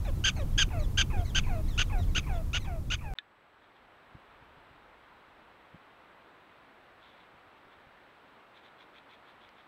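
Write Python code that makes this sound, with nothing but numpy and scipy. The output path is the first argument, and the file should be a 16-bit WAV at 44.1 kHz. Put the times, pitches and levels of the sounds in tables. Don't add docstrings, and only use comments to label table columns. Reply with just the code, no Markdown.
import sys
import numpy as np
from scipy import signal
from scipy.fft import rfft, irfft, next_fast_len
from scipy.io import wavfile

SR = 44100
rng = np.random.default_rng(int(sys.argv[2]) if len(sys.argv) > 2 else 0)


def dump_mix(stems):
    frames = np.atleast_2d(stems).T
    limited = np.clip(frames, -1, 1)
    pcm = np.round(limited * 32767).astype(np.int16)
    wavfile.write(sys.argv[1], SR, pcm)


N = 426447
TIME = np.arange(N) / SR
DAY_END_S, NIGHT_START_S, CLICK_S = 3.137, 3.153, 3.186


def barks(home_hz=1506.1, flutter_hz=335, growl_db=-4, catch_db=-24):
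    # t/s, length/s, opening pitch f/Hz, share of the length at which the voice drops, level/dB
    calls = [(0.239, 0.065, 1614, .77, -25.5), (0.5773, 0.061, 1694, 0.84, -24.5),
             (0.9733, 0.056, 1618, 0.79, -25), (1.3475, 0.054, 1572, 0.75, -27),
             (1.777, 0.056, 1453, 0.76, -27.5), (2.149, 0.052, 1457, .63, -29),
             (2.531, 0.056, 1418, 0.74, -29), (2.9015, 0.056, 1440, 0.75, -27.5)]
    # share of length, share of pitch, level/dB, strain (0-1)
    contour = [(0, .79, -8.5, 0), (.065, .92, -4, 0.09), (.16, .99, 1, 0.11), (.245, 1, 1, .95),
               (.52, 1.01, -1, 0.74), (.75, .98, 2.5, 0.64), (.84, .84, -5, 0.48), (1, .72, -11, .3)]
    # f/Hz, level/dB
    throat = [(300, -24), (1000, -12.5), (1550, -4.5), (2000, -6), (2600, -0.5), (3300, -4), (3700, -8),
              (4120, -23), (4800, -15.5), (5500, -25.5), (6400, -10), (7100, -30), (8300, -38), (9100, -47),
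              (9900, -43.5), (11000, -51), (13000, -56)]
    out = np.zeros(N)
    for start, length, opening_hz, drop_at, db in calls:
        u = course(length)
        octaves_up = np.log2(opening_hz / home_hz)
        break_at = np.clip(.22 - .46 * octaves_up, 0, .5)
        stage = np.interp(u, [0, break_at, drop_at, 1], [0, .2, .75, 1])
        arch, contour_db, strain = follow(contour, stage)
        rough = (1.083 - 2.1 * octaves_up) * strain
        shake = .033 * wobble(len(u), 84.4, 40) + .1 * wobble(len(u), flutter_hz, 140)
        hz = (opening_hz + (home_hz - opening_hz) * u) * arch * (1 + rough * shake)
        beat = rough * (.44 * wobble(len(u), 230.3, 100) + .37 * wobble(len(u), 820, 151.7))
        breath = .232 * (rough + .12) * rng.standard_normal(len(u))
        growl = undb(growl_db) * rough * wobble(len(u), 358, 390)
        source = (1 + beat) * folds(hz, count=8) + breath + growl
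        voice = colour(source * fade(len(u), .00047, .0018), throat, tilt_db=3 + 5 * octaves_up)
        add(out, start, voice * undb(db + contour_db))
        catch = colour(rng.standard_normal(int(.005 * SR)), throat)
        add(out, start + length + .0036, catch * np.hanning(len(catch)) * undb(db + catch_db))
    return out


def wheezes(level_db=-41.5, sink=.28, settle=1.645, rasp_s=.028, rasp_db=-6):
    # t/s, length/s, first pitch f/Hz
    breaths = [(0.074, 0.041, 690), (0.387, 0.061, 710), (0.728, 0.1125, 806), (1.125, 0.12, 936),
               (1.489, 0.13, 850), (1.921, 0.096, 942), (2.289, .137, 874), (2.669, 0.13, 861),
               (3.033, 0.16, 971)]
    # f/Hz, level/dB
    throat = [(350, 3.5), (650, 0.5), (900, -5), (1250, -9), (1650, -11), (2000, -15.5), (2550, -6),
              (3000, -28), (5000, -49), (9000, -34)]
    out = np.zeros(N)
    for start, length, first_hz in breaths:
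        u = course(length)
        jitter = (.016 + .057 * np.exp(-u / .063)) * wobble(len(u), 100, 180)
        waver = .011 * wobble(len(u), 36, 20)
        glide = np.expm1(-settle * u ** .8) / np.expm1(-settle)
        hz = first_hz * (1 - sink * glide) * (1 + jitter + waver)
        source = folds(hz, count=10, slope_db=-9 * u ** 2) + .7 * rng.standard_normal(len(u))
        tone = colour(source, throat) * fade(len(u), .0069, .012)
        add(out, start, tone * undb(level_db - 4 * u ** 2))
        u = course(rasp_s)
        hz = first_hz * (1.3 - .303 * u) * (1 + .11 * wobble(len(u), 145, 128))
        source = folds(hz, count=6) + .13 * rng.standard_normal(len(u))
        rasp = colour(source, throat, tilt_db=1) * fade(len(u), .0025, .0031)
        add(out, start - rasp_s + .00304, rasp * undb(level_db + rasp_db))
    return out


def squeaks(first_hz=2600, last_hz=2150, jitter=.057):
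    # t/s, length/s, level/dB
    whistles = [(0.688, 0.0071, -48), (1.432, 0.032, -50.5), (2.228, 0.032, -55), (2.613, .018, -56),
                (2.985, 0.02, -50.5)]
    out = np.zeros(N)
    for start, length, db in whistles:
        u = course(length)
        hz = (first_hz + (last_hz - first_hz) * u) * (1 + jitter * wobble(len(u), 202, 200))
        add(out, start, folds(hz, count=1) * fade(len(u), .0031, .006) * undb(db))
    return out


def answers(middle_hz=2060, middle_s=.074, level_db=-61, colony_per_s=4, colony_db=-10.5):
    # t/s, top pitch f/Hz
    neighbours = [(0.041, 1952), (0.353, 2180), (0.783, 2170), (1.173, 1786), (1.242, 2145), (1.674, 2080),
                  (1.74, 1746), (1.976, 2040), (2.329, 1870), (2.594, 2126)]
    # share of length, share of top pitch, level/dB
    contour = [(0, .88, -5), (.18, 1.01, 9.5), (.4, .93, 4.5), (.65, .88, 5), (1, 0.65, 1)]
    # f/Hz, level/dB
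    spectrum = [(1400, -18.5), (2100, -5), (3300, 3), (4300, -6.5), (5200, -16), (6600, -9), (8000, -19),
                (11000, -33.5)]
    calls = [(start, hz, 0) for start, hz in neighbours]
    for when, height in rng.random((int(colony_per_s * DAY_END_S), 2)):
        calls.append((when * DAY_END_S, middle_hz * 2 ** (.2 * (2 * height - 1)), colony_db))
    out = np.zeros(N)
    for start, top_hz, distance_db in calls:
        effort = top_hz / middle_hz
        u = course(middle_s * effort ** 1.6)
        db = level_db + 10.5 * np.log2(effort) + distance_db
        arch, contour_db = follow(contour, u)
        shake = .026 * wobble(len(u), 31.5, 20.5) + .007 * wobble(len(u), 300, 199)
        voice = colour(folds(top_hz * arch * (1 + shake), count=4), spectrum)
        add(out, start, voice * fade(len(u), .0032, .015) * undb(db + contour_db))
    return out


def badger(tread_s=.038, sniff_gap_s=.156, sniff_spread_db=1.1):
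    # t/s, level/dB
    footfalls = [(4.125, -63), (4.165, -53), (4.42, -62), (4.575, -66), (4.71, -65), (5.752, -59),
                 (7.35, -66), (7.66, -65), (7.87, -68.5)]
    # first t/s, last t/s, length of a sniff/s, level/dB
    bouts = [(3.64, 3.77, .06, -69.5), (7.07, 7.2, 0.17, -65), (7.727, 7.727, .05, -65),
             (8.575, 8.575, .07, -64), (8.66, 9.125, 0.078, -61), (9.29, 9.595, 0.1, -65)]
    # f/Hz, level/dB
    nose = [(1000, -6), (2400, 3.5), (2900, -5), (3400, 7.5), (4000, -3), (4700, -17), (6300, -24),
            (9000, -35)]
    paw = [(30, -10.5), (80, 5), (160, 4), (300, -17), (700, -22), (3000, -61.5)]
    stalk = [(1000, 0), (3500, 2), (6000, -12), (9000, -30)]
    treads = puffs([(t, tread_s, db) for t, db in footfalls], paw, grain_db=5.5)
    sniffs = []
    for first, last, length, db in bouts:
        for t in np.linspace(first, last, 1 + round((last - first) / sniff_gap_s)):
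            sniffs.append((t, length, db + sniff_spread_db * rng.standard_normal()))
    snap = puffs([(9.4915, .005, -57)], stalk, grain_db=.5)
    return treads + puffs(sniffs, nose, grain_db=2.5) + snap


def click(contact_s=.0011):
    # f/Hz, level/dB, t60/s
    modes = [(1560, -31.5, 0.017), (1710, -43, 0.09), (1800, -31, 0.024), (2500, -34.5, 0.022),
             (3100, -29, 0.0171), (3580, -23, 0.017), (3730, -25, 0.012), (3880, -40, .012),
             (5680, -60, .012), (6400, -55, .012)]
    t = np.arange(SR // 8) / SR
    ring = sum(undb(db - 60 * t / t60) * np.sin(2 * np.pi * hz * t) for hz, db, t60 in modes)
    return scatter(ring * fade(len(t), contact_s, .01), wet_db=-19, t60=.057)


def wind(level_db=-29.5, eddy_db=-21, air_db=-55):
    # f/Hz, level/dB
    rumble_spectrum = [(16, -1.5), (29, 2), (40, -3), (60, -6), (82, -3), (110, -10), (145, -14.5),
                       (180, -20), (240, -25.5), (330, -34.5), (500, -37.5), (1200, -62), (5000, -100)]
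    air_spectrum = [(200, -9), (500, -1), (1100, -2), (1700, -10), (3000, -14), (8000, -17), (14000, -16.5),
                    (16000, -20.5)]
    eddy_spectrum = [(110, -2), (170, -4), (350, -7.5), (600, -32), (2000, -51.5)]
    rumble = noise(rumble_spectrum) * undb(wobble(N, 7.3, 6.6))
    eddies = noise(eddy_spectrum) * undb(eddy_db + 4 * wobble(N, 6.6, 8))
    return (rumble + eddies) * undb(level_db) + noise(air_spectrum) * undb(air_db)


def night_hiss(level_db=-58, full_s=4.12, rise_db_per_s=6.5, whine_hz=7800, whine_db=-92.5):
    # f/Hz, level/dB
    hiss_spectrum = [(30, -20.5), (90, -10), (190, -8.5), (270, -5.5), (420, -5.5), (950, -3), (1400, -4.5),
                     (2000, -9), (3000, -15), (3900, -19.5), (4800, -30), (6500, -38.5), (8500, -40),
                     (15500, -41)]
    rumble_spectrum = [(30, 6.5), (80, 5.5), (160, -11), (600, -46), (3000, -82)]
    # t/s, level/dB
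    swells = [(3.6, -82.5), (4.43, -69), (6.55, -80.5), (7.69, -76.5), (8.4, -86), (9.2, -80.5)]
    hiss = noise(hiss_spectrum) * undb(level_db - rise_db_per_s * np.maximum(full_s - TIME, 0))
    rumble = noise(rumble_spectrum) * undb(follow(swells, TIME)[0])
    whine = undb(whine_db) * np.sin(2 * np.pi * whine_hz * TIME)
    return hiss + rumble + whine


def folds(hz, count, slope_db=0):
    phase = 2 * np.pi * np.cumsum(hz) / SR
    return unit(sum(undb(slope_db * (k - 1)) * np.cos(k * phase) for k in range(1, count + 1)))


def puffs(rows, spectrum, grain_db):
    envelope = np.zeros(N)
    for middle, length, db in rows:
        add(envelope, middle - length / 2, np.sin(np.pi * course(length)) * undb(db))
    return envelope * noise(spectrum) * undb(grain_db * wobble(N, 80, 80))


def scatter(x, wet_db, t60):
    t = np.arange(SR // 4) / SR
    tail = rng.standard_normal(len(t)) * undb(-60 * t / t60)
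    return x + undb(wet_db) * signal.fftconvolve(x, tail / np.linalg.norm(tail))[:len(x)]


def colour(x, points, tilt_db=0):
    size = 2 * next_fast_len(len(x) // 2 + 512)
    octave = np.log2(np.maximum(np.arange(size // 2 + 1) * SR / size, 10))
    hz, db = np.transpose(points)
    roll_off_db = 15 * np.minimum(octave - np.log2(hz[0]), 0)
    gain = undb(np.interp(octave, np.log2(hz), db) + tilt_db * octave + roll_off_db)
    cepstrum = irfft(np.log(gain), size)[:size // 2]
    cepstrum[0] = 0
    response = np.exp(2 * rfft(cepstrum, size))
    return unit(irfft(rfft(x, size) * response, size)[:len(x)])


def noise(spectrum):
    return colour(rng.standard_normal(N), spectrum)


def wobble(size, hz, width_hz):
    padded = next_fast_len(size)
    f = np.arange(padded // 2 + 1) * SR / padded
    band = np.exp(-.5 * ((f - hz) / width_hz) ** 2)
    return unit(irfft(rfft(rng.standard_normal(padded)) * band, padded)[:size])


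def undb(db):
    return 10 ** (np.asarray(db) / 20)


def unit(x):
    return x / np.sqrt(np.mean(x ** 2) + 1e-20)


def follow(rows, at):
    x, *columns = np.transpose(rows)
    return [np.interp(at, x, column) for column in columns]


def course(length_s):
    return np.linspace(0, 1, int(length_s * SR))


def fade(size, rise_s, fall_s):
    t = np.arange(size) / SR
    return np.clip(t / rise_s, 0, 1) * np.clip(t[::-1] / fall_s, 0, 1)


def add(out, start_s, x):
    i = max(int(start_s * SR), 0)
    out[i:i + len(x)] += x[:N - i]


def scene(fade_from_s=2.204, fade_db_per_s=6):
    near = scatter(barks() + wheezes() + squeaks(), wet_db=-22, t60=.1077)
    far = scatter(answers(), wet_db=-4.5, t60=.06)
    day = (near + far + wind()) * undb(-fade_db_per_s * np.maximum(TIME - fade_from_s, 0))
    night = night_hiss() + badger()
    add(night, CLICK_S, click())
    return (day * (TIME < DAY_END_S) + night * (TIME > NIGHT_START_S))[None]


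def record(dry):
    return signal.sosfilt(signal.ellip(10, .2, 80, 15700, fs=SR, output="sos"), dry)


dry = scene()
out = record(dry)
dump_mix(out)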